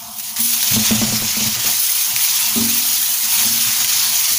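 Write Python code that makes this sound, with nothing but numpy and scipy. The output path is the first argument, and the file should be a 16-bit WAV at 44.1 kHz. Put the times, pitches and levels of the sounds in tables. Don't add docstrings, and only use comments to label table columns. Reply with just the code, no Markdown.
import sys
import numpy as np
from scipy import signal
from scipy.fft import rfft, irfft, next_fast_len
from scipy.io import wavfile
from scipy.ndimage import uniform_filter1d, map_coordinates

SR = 44100
rng = np.random.default_rng(int(sys.argv[2]) if len(sys.argv) > 2 else 0)


def materialize(psi):
    bounded = np.clip(np.atleast_2d(psi).T, -1, 1)
    quanta = np.round(bounded * 32767).astype(np.int16)
    wavfile.write(sys.argv[1], SR, quanta)


N = 193276


def amp(db):
    return 10 ** (np.asarray(db) / 20)


def unit(x):
    return x / np.sqrt(np.mean(x ** 2) + 1e-20)


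def along(points, hz):
    freqs, values = np.transpose(points)
    return np.interp(np.log(hz + 1), np.log(freqs + 1), values)


def curves(rows):
    times, *columns = np.transpose(rows)
    return [np.interp(np.arange(N) / SR, times, column) for column in columns]


def swells(rows):
    t = np.arange(N) / SR
    return sum(height * np.cos(np.pi * np.clip((t - middle) / length, -.5, .5)) ** 2
               for middle, length, height in rows)


def wobble(rate):
    knots = rng.standard_normal(int(N * rate / SR) + 4)
    return map_coordinates(knots, [np.arange(N) * rate / SR])


def filtered(x, response):
    size = next_fast_len(N + SR // 2)
    return irfft(rfft(x, size) * response(np.fft.rfftfreq(size, 1 / SR)), size)[..., :N]


def coloured(x, spectrum):
    return unit(filtered(x, lambda hz: amp(along(spectrum, hz))))


def band(x, lo_hz, hi_hz):
    return filtered(x, lambda hz: ((1 + (lo_hz / (hz + 1)) ** 20) * (1 + (hz / hi_hz) ** 20)) ** -.5)


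def add(track, start_s, sound):
    part = track[round(start_s * SR):][:len(sound)]
    part += sound[:len(part)]


def ring(modes, t, attack_s):
    tones = sum((-1) ** k * amp(db + rng.normal(0, 1.0) - 60 * t / t60) * np.sin(2 * np.pi * hz * t)
                for k, (hz, db, t60) in enumerate(modes))
    return tones * (1 - np.exp(-t / attack_s))


# frequency in Hz, T60 in seconds.
ROOM_DECAY = [(200, 0.15), (2000, 0.32), (12000, 0.046)]
def kitchen(x):
    out, step = np.zeros(N), SR // 20
    for start in range(0, N, step):
        hz, t, noise = signal.stft(rng.standard_normal(SR // 4), SR, nperseg=256)
        fade = amp(-60 * t / along(ROOM_DECAY, hz)[:, None])
        tail = signal.istft(noise * fade, SR, nperseg=256)[1]
        echo = signal.fftconvolve(x[start:start + step], tail / np.linalg.norm(tail))
        add(out, start / SR + .003, echo)
    return out


# frequency in Hz, spectral level in dB.
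FLAME_SPECTRUM = [(25, -26), (70, 2), (115, 9), (170, 2.5), (225, 16), (330, -38), (460, -88), (690, 15),
                  (800, 3.5), (930, 13.5), (1500, -4), (4000, -88)]
def gas_flame():
    flicker_db = 4 * wobble(10)
    return amp(-44.5 + flicker_db) * coloured(rng.standard_normal(N), FLAME_SPECTRUM)


# frequency in Hz, spectral level in dB.
SHUDDER_SPECTRUM = [(25, -13), (50, -19), (80, -9.5), (116, 1.5), (160, -20), (215, 0), (320, -26),
                    (600, -23.5), (1200, -37)]
def pan_shudder(idle_db=-56, rise_s=0.0099, t60=0.67):
    t = np.arange(SR) / SR
    power = amp(idle_db + 2.1 * wobble(9)) ** 2
    fade = amp(-60 * t / t60) * (1 - np.exp(-t / rise_s))
    for contacts, share_db in (MEAT_FLOPS, -8), (SPATULA_PATS, -21.5), (SPATULA_KNOCKS, -15):
        for start, db, *_ in contacts:
            add(power, start, (amp(db + share_db) * fade) ** 2)
    return np.sqrt(power) * coloured(rng.standard_normal(N), SHUDDER_SPECTRUM)


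# start in seconds, level in dB.
MEAT_FLOPS = [(0.708, -14.5), (0.954, -22), (1.061, -18), (1.189, -23), (1.443, -23), (1.542, -28.5),
              (2.13, -36), (2.28, -46), (3.512, -29.5), (3.65, -32), (3.789, -36), (3.949, -36),
              (4.3, -35.5)]
def meat_flops():
    t, out = np.arange(SR // 2) / SR, np.zeros(N)
    for start, db in MEAT_FLOPS:
        add(out, start, amp(db) * ring([(124, 0, 0.2)], t, attack_s=0.0086))
    return out


# middle in seconds, length in seconds, level in dB.
BLADE_SLIDES = [(2.114, 0.14, -54), (2.988, 0.037, -48), (3.262, 0.1, -47.5), (3.448, 0.091, -40),
                (3.823, 0.15, -46), (4.06, 0.077, -45), (4.328, 0.12, -43.5)]
# frequency in Hz, spectral level in dB.
RUB_SPECTRUM = [(40, -4), (250, 5.5), (500, -1.5), (750, 0), (1200, -6), (4000, -27), (12000, -48)]
def spatula_rub():
    t, contact = np.arange(SR) / SR, np.zeros(N)
    for start, db, slap_db in SPATULA_PATS:
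        add(contact, start, amp(db + slap_db - 60 * t / 0.29))
    for start, db, *_ in SPATULA_KNOCKS:
        add(contact, start, amp(db - 60 * t / 0.21))
    sliding = swells([(middle, length, amp(db)) for middle, length, db in BLADE_SLIDES])
    return (amp(-17.5) * contact + sliding) * coloured(rng.standard_normal(N), RUB_SPECTRUM)


# frequency in Hz, level in dB, T60 in seconds.
FREE_PAN_MODES = [(116, -14, .45), (210, -8, .2), (231, 0, .5), (256, -11, .25), (275, -14, .9),
                  (292, -14, .2), (398, -10, .5), (598, -27, .7), (755, -29, .7), (903, -24, .7)]
# start in seconds, level in dB, cutoff in Hz, ring time multiplier.
SPATULA_KNOCKS = [(0.386, -28.5, 260.6, 1.9), (2.556, -15.5, 1500, 1), (2.6, -20, 304, 1),
                  (3.447, -29, 274, 2.5)]
def spatula_knocks():
    t, out = np.arange(SR) / SR, np.zeros(N)
    for start, db, cutoff_hz, sustain in SPATULA_KNOCKS:
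        modes = [(hz, mode_db - 10 * np.log10(1 + (hz / cutoff_hz) ** 12), t60 * sustain)
                 for hz, mode_db, t60 in FREE_PAN_MODES]
        add(out, start, amp(db) * ring(modes, t, attack_s=.004))
    return out


# frequency in Hz, level in dB, T60 in seconds.
HELD_PAN_MODES = [(117.3, -21, .26), (216.9, -2.5, 0.24), (236, 0, 0.048), (557, -28.5, 0.7),
                  (726, -27, 0.5), (945, -45, 0.57)]
# start in seconds, level in dB, slap trim in dB.
SPATULA_PATS = [(0.764, -9.5, 1), (.909, -6, -0.5), (1.016, -6.5, 0.5), (1.123, -13, 0.5), (1.22, -24.5, 8),
                (1.368, -19.5, 2), (1.407, -14.5, -4), (1.453, -17, -5), (1.565, -40.5, 22),
                (1.647, -28, 12), (1.668, -42, 15)]
def spatula_pats():
    t, out = np.arange(SR) / SR, np.zeros(N)
    slap = amp(-3 - 60 * t / 0.01) * np.sin(2 * np.pi * 480 * t)
    for start, db, slap_db in SPATULA_PATS:
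        thud = ring(HELD_PAN_MODES, t, attack_s=.003)
        add(out, start, amp(db) * (thud + amp(slap_db) * slap))
    return out


# start in seconds, level in dB, pitch in Hz.
FAT_SPITS = [(0.363, -13.5, 5530), (0.607, -12, 5930), (0.629, -6, 3760), (0.915, -8, 3440),
             (1.66, -10, 2800), (1.895, -16, 4930), (2.12, -25, 6000), (2.1635, -4.5, 2460),
             (2.422, -10, 6000), (3.846, -9.5, 3050), (4.124, -16, 3540)]
def fat_spits(t60=0.0059):
    t, out = np.arange(SR // 50) / SR, np.zeros(N)
    for start, db, hz in FAT_SPITS:
        pop = np.sin(2 * np.pi * hz * t) + 0.89 * rng.standard_normal(len(t))
        add(out, start, amp(db - 60 * t / t60) * pop)
    return band(out, 1500, 15000)


# frequency in Hz, spectral level in dB.
FRYING_SPECTRUM = [(350, -134), (520, -11), (700, -12.5), (950, -8), (1700, -8.5), (2500, -2.5), (5000, 0),
                   (6600, 2.5), (7900, -6.5), (10200, -1), (12500, -4), (14000, -8), (14700, 8.5),
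                   (15500, 1)]
# start in seconds, level in dB, T60 in seconds, spray boost in dB.
STEAM_FLASHES = [(.184, -24.5, 0.096, 7), (0.196, -23, 0.07, 4), (0.365, -12.5, 0.044, 0),
                 (0.401, -18, 0.06, 13), (.628, -15, 0.15, 0), (1.404, -11, 0.058, -6),
                 (1.895, -32, 0.011, 5), (2.1905, -17, .03, 2), (2.221, -22, .04, 7),
                 (2.242, -20, 0.025, 12)]
def steam_flashes(spray_hz=7700):
    t, low_level, spray_level = np.arange(SR // 4) / SR, np.zeros(N), np.zeros(N)
    for start, db, t60, spray_db in STEAM_FLASHES:
        burst = amp(db - 60 * t / t60) * (1 - np.exp(-t / 0.00085))
        add(low_level, start, burst)
        add(spray_level, start, amp(spray_db) * burst)
    hiss = coloured(rng.standard_normal(N), FRYING_SPECTRUM)
    spray = band(hiss, spray_hz, SR)
    return low_level * (hiss - spray) + spray_level * spray


def bubbles(lo_hz, hi_hz, per_second, cycles, spread_db, flutter_db):
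    count = int(per_second * N / SR)
    when, pitch_draw, life_draw, size_draw = rng.random((count, 4)).T[:, :, None]
    hz = np.minimum(lo_hz / 2 + pitch_draw * (hi_hz * 1.2 - lo_hz / 2), SR / 2)
    decay_cycles = cycles * (.5 + life_draw)
    size = amp(-spread_db * np.log(size_draw + .004))
    age = np.arange(min(int(5 * cycles * SR / hi_hz) + 16, 250))
    turns = hz * age / SR
    pops = size * np.sin(2 * np.pi * turns) * np.exp(-turns / decay_cycles) * hz / hi_hz
    positions = (when * N).astype(int) + age
    crackle = np.bincount(positions.ravel(), pops.ravel(), N)[:N]
    steam = rng.standard_normal(N)
    mix = unit(band(crackle, lo_hz, hi_hz)) + unit(band(steam, lo_hz, hi_hz))
    return unit(coloured(mix, FRYING_SPECTRUM) * amp(flutter_db * wobble(45)))


def clustered(x, depth_db):
    spectra = signal.stft(x, nperseg=512)[2]
    patches = uniform_filter1d(rng.standard_normal(spectra.shape), size=4, axis=0)
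    patches = uniform_filter1d(patches, size=9, axis=1)
    return signal.istft(spectra * amp(depth_db * unit(patches)), nperseg=512)[1][:N]


# time in seconds, boil level in dB, escaping spray in dB above that level.
FAT_BOIL = [(0, -37.5, 1.5), (0.15, -37, 4.5), (0.27, -31, 2.5), (0.36, -34.5, 4), (0.367, -25.5, 0),
            (0.42, -23.5, 7), (0.88, -20, -2.5), (1.03, -21.5, -2), (1.58, -22.5, -1.5),
            (1.67, -19.5, -0.5), (1.82, -22, 4.5), (2.32, -19.5, 0), (2.9, -21, 2.5), (3.14, -22.5, 3.5),
            (3.27, -22, 2), (3.39, -18, 1.5), (3.5, -20, 1.5), (3.95, -19.0, -1), (4.38, -20.5, 1.5)]
# crest in seconds, length in seconds, swell in dB.
JUICE_SQUEEZES = [(.53, .1, 1.5), (.73, 0.16, 2.5), (.875, .1, 2.5), (1.15, 0.12, 1.2), (1.46, .14, 2.2)]
# trough in seconds, length in seconds, dip in dB.
BOIL_LULLS = [(.6, 0.045, -2.5), (1.57, 0.067, -1.5), (1.88, 0.066, -2.5), (2.11, 0.31, -2.5),
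              (2.52, 0.041, -1.5), (3.19, 0.084, -0.8), (3.87, 0.047, -3.5)]
# crest in seconds, length in seconds, boost in dB.
EDGE_GURGLES = [(1.675, 0.13, 3.5), (2.37, 0.19, 1)]
def sizzle():
    boil_db, escape_db = curves(FAT_BOIL)
    big_db = -13 + .95 * boil_db - .52 * escape_db + swells(EDGE_GURGLES)
    big = bubbles(657, 2575, per_second=1800, cycles=3.2, spread_db=2.0, flutter_db=1.07)
    small = bubbles(2680, 8220, per_second=5000, cycles=2.9, spread_db=2.0, flutter_db=0.62)
    spray = bubbles(8420, 14840, per_second=5500, cycles=5.9, spread_db=0, flutter_db=0.6)
    boil = amp(big_db) * big + amp(boil_db - 0.3) * small + amp(boil_db + escape_db) * spray
    spurts_db = swells(JUICE_SQUEEZES) + swells(BOIL_LULLS) + 0.7 * wobble(70) + 0.14 * wobble(510)
    return clustered(boil, depth_db=1.37) * amp(spurts_db)


# frequency in Hz, gain in dB.
SIDE_GAIN = [(2500, -83), (4600, -69), (5600, -36), (9000, -10), (14000, -20.5), (15000, -10.5)]
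def scene():
    frying = sizzle() + steam_flashes() + fat_spits()
    room = amp(-12.0) * kitchen(frying)
    handling = meat_flops() + spatula_pats() + spatula_knocks() + spatula_rub()
    mid = frying + room + handling + pan_shudder() + gas_flame()
    side = filtered(kitchen(frying), lambda hz: amp(along(SIDE_GAIN, hz)))
    return np.array([mid + side, mid - side])


def record(dry):
    return filtered(dry, lambda hz: hz < 15560)


dry = scene()
out = record(dry)
materialize(out)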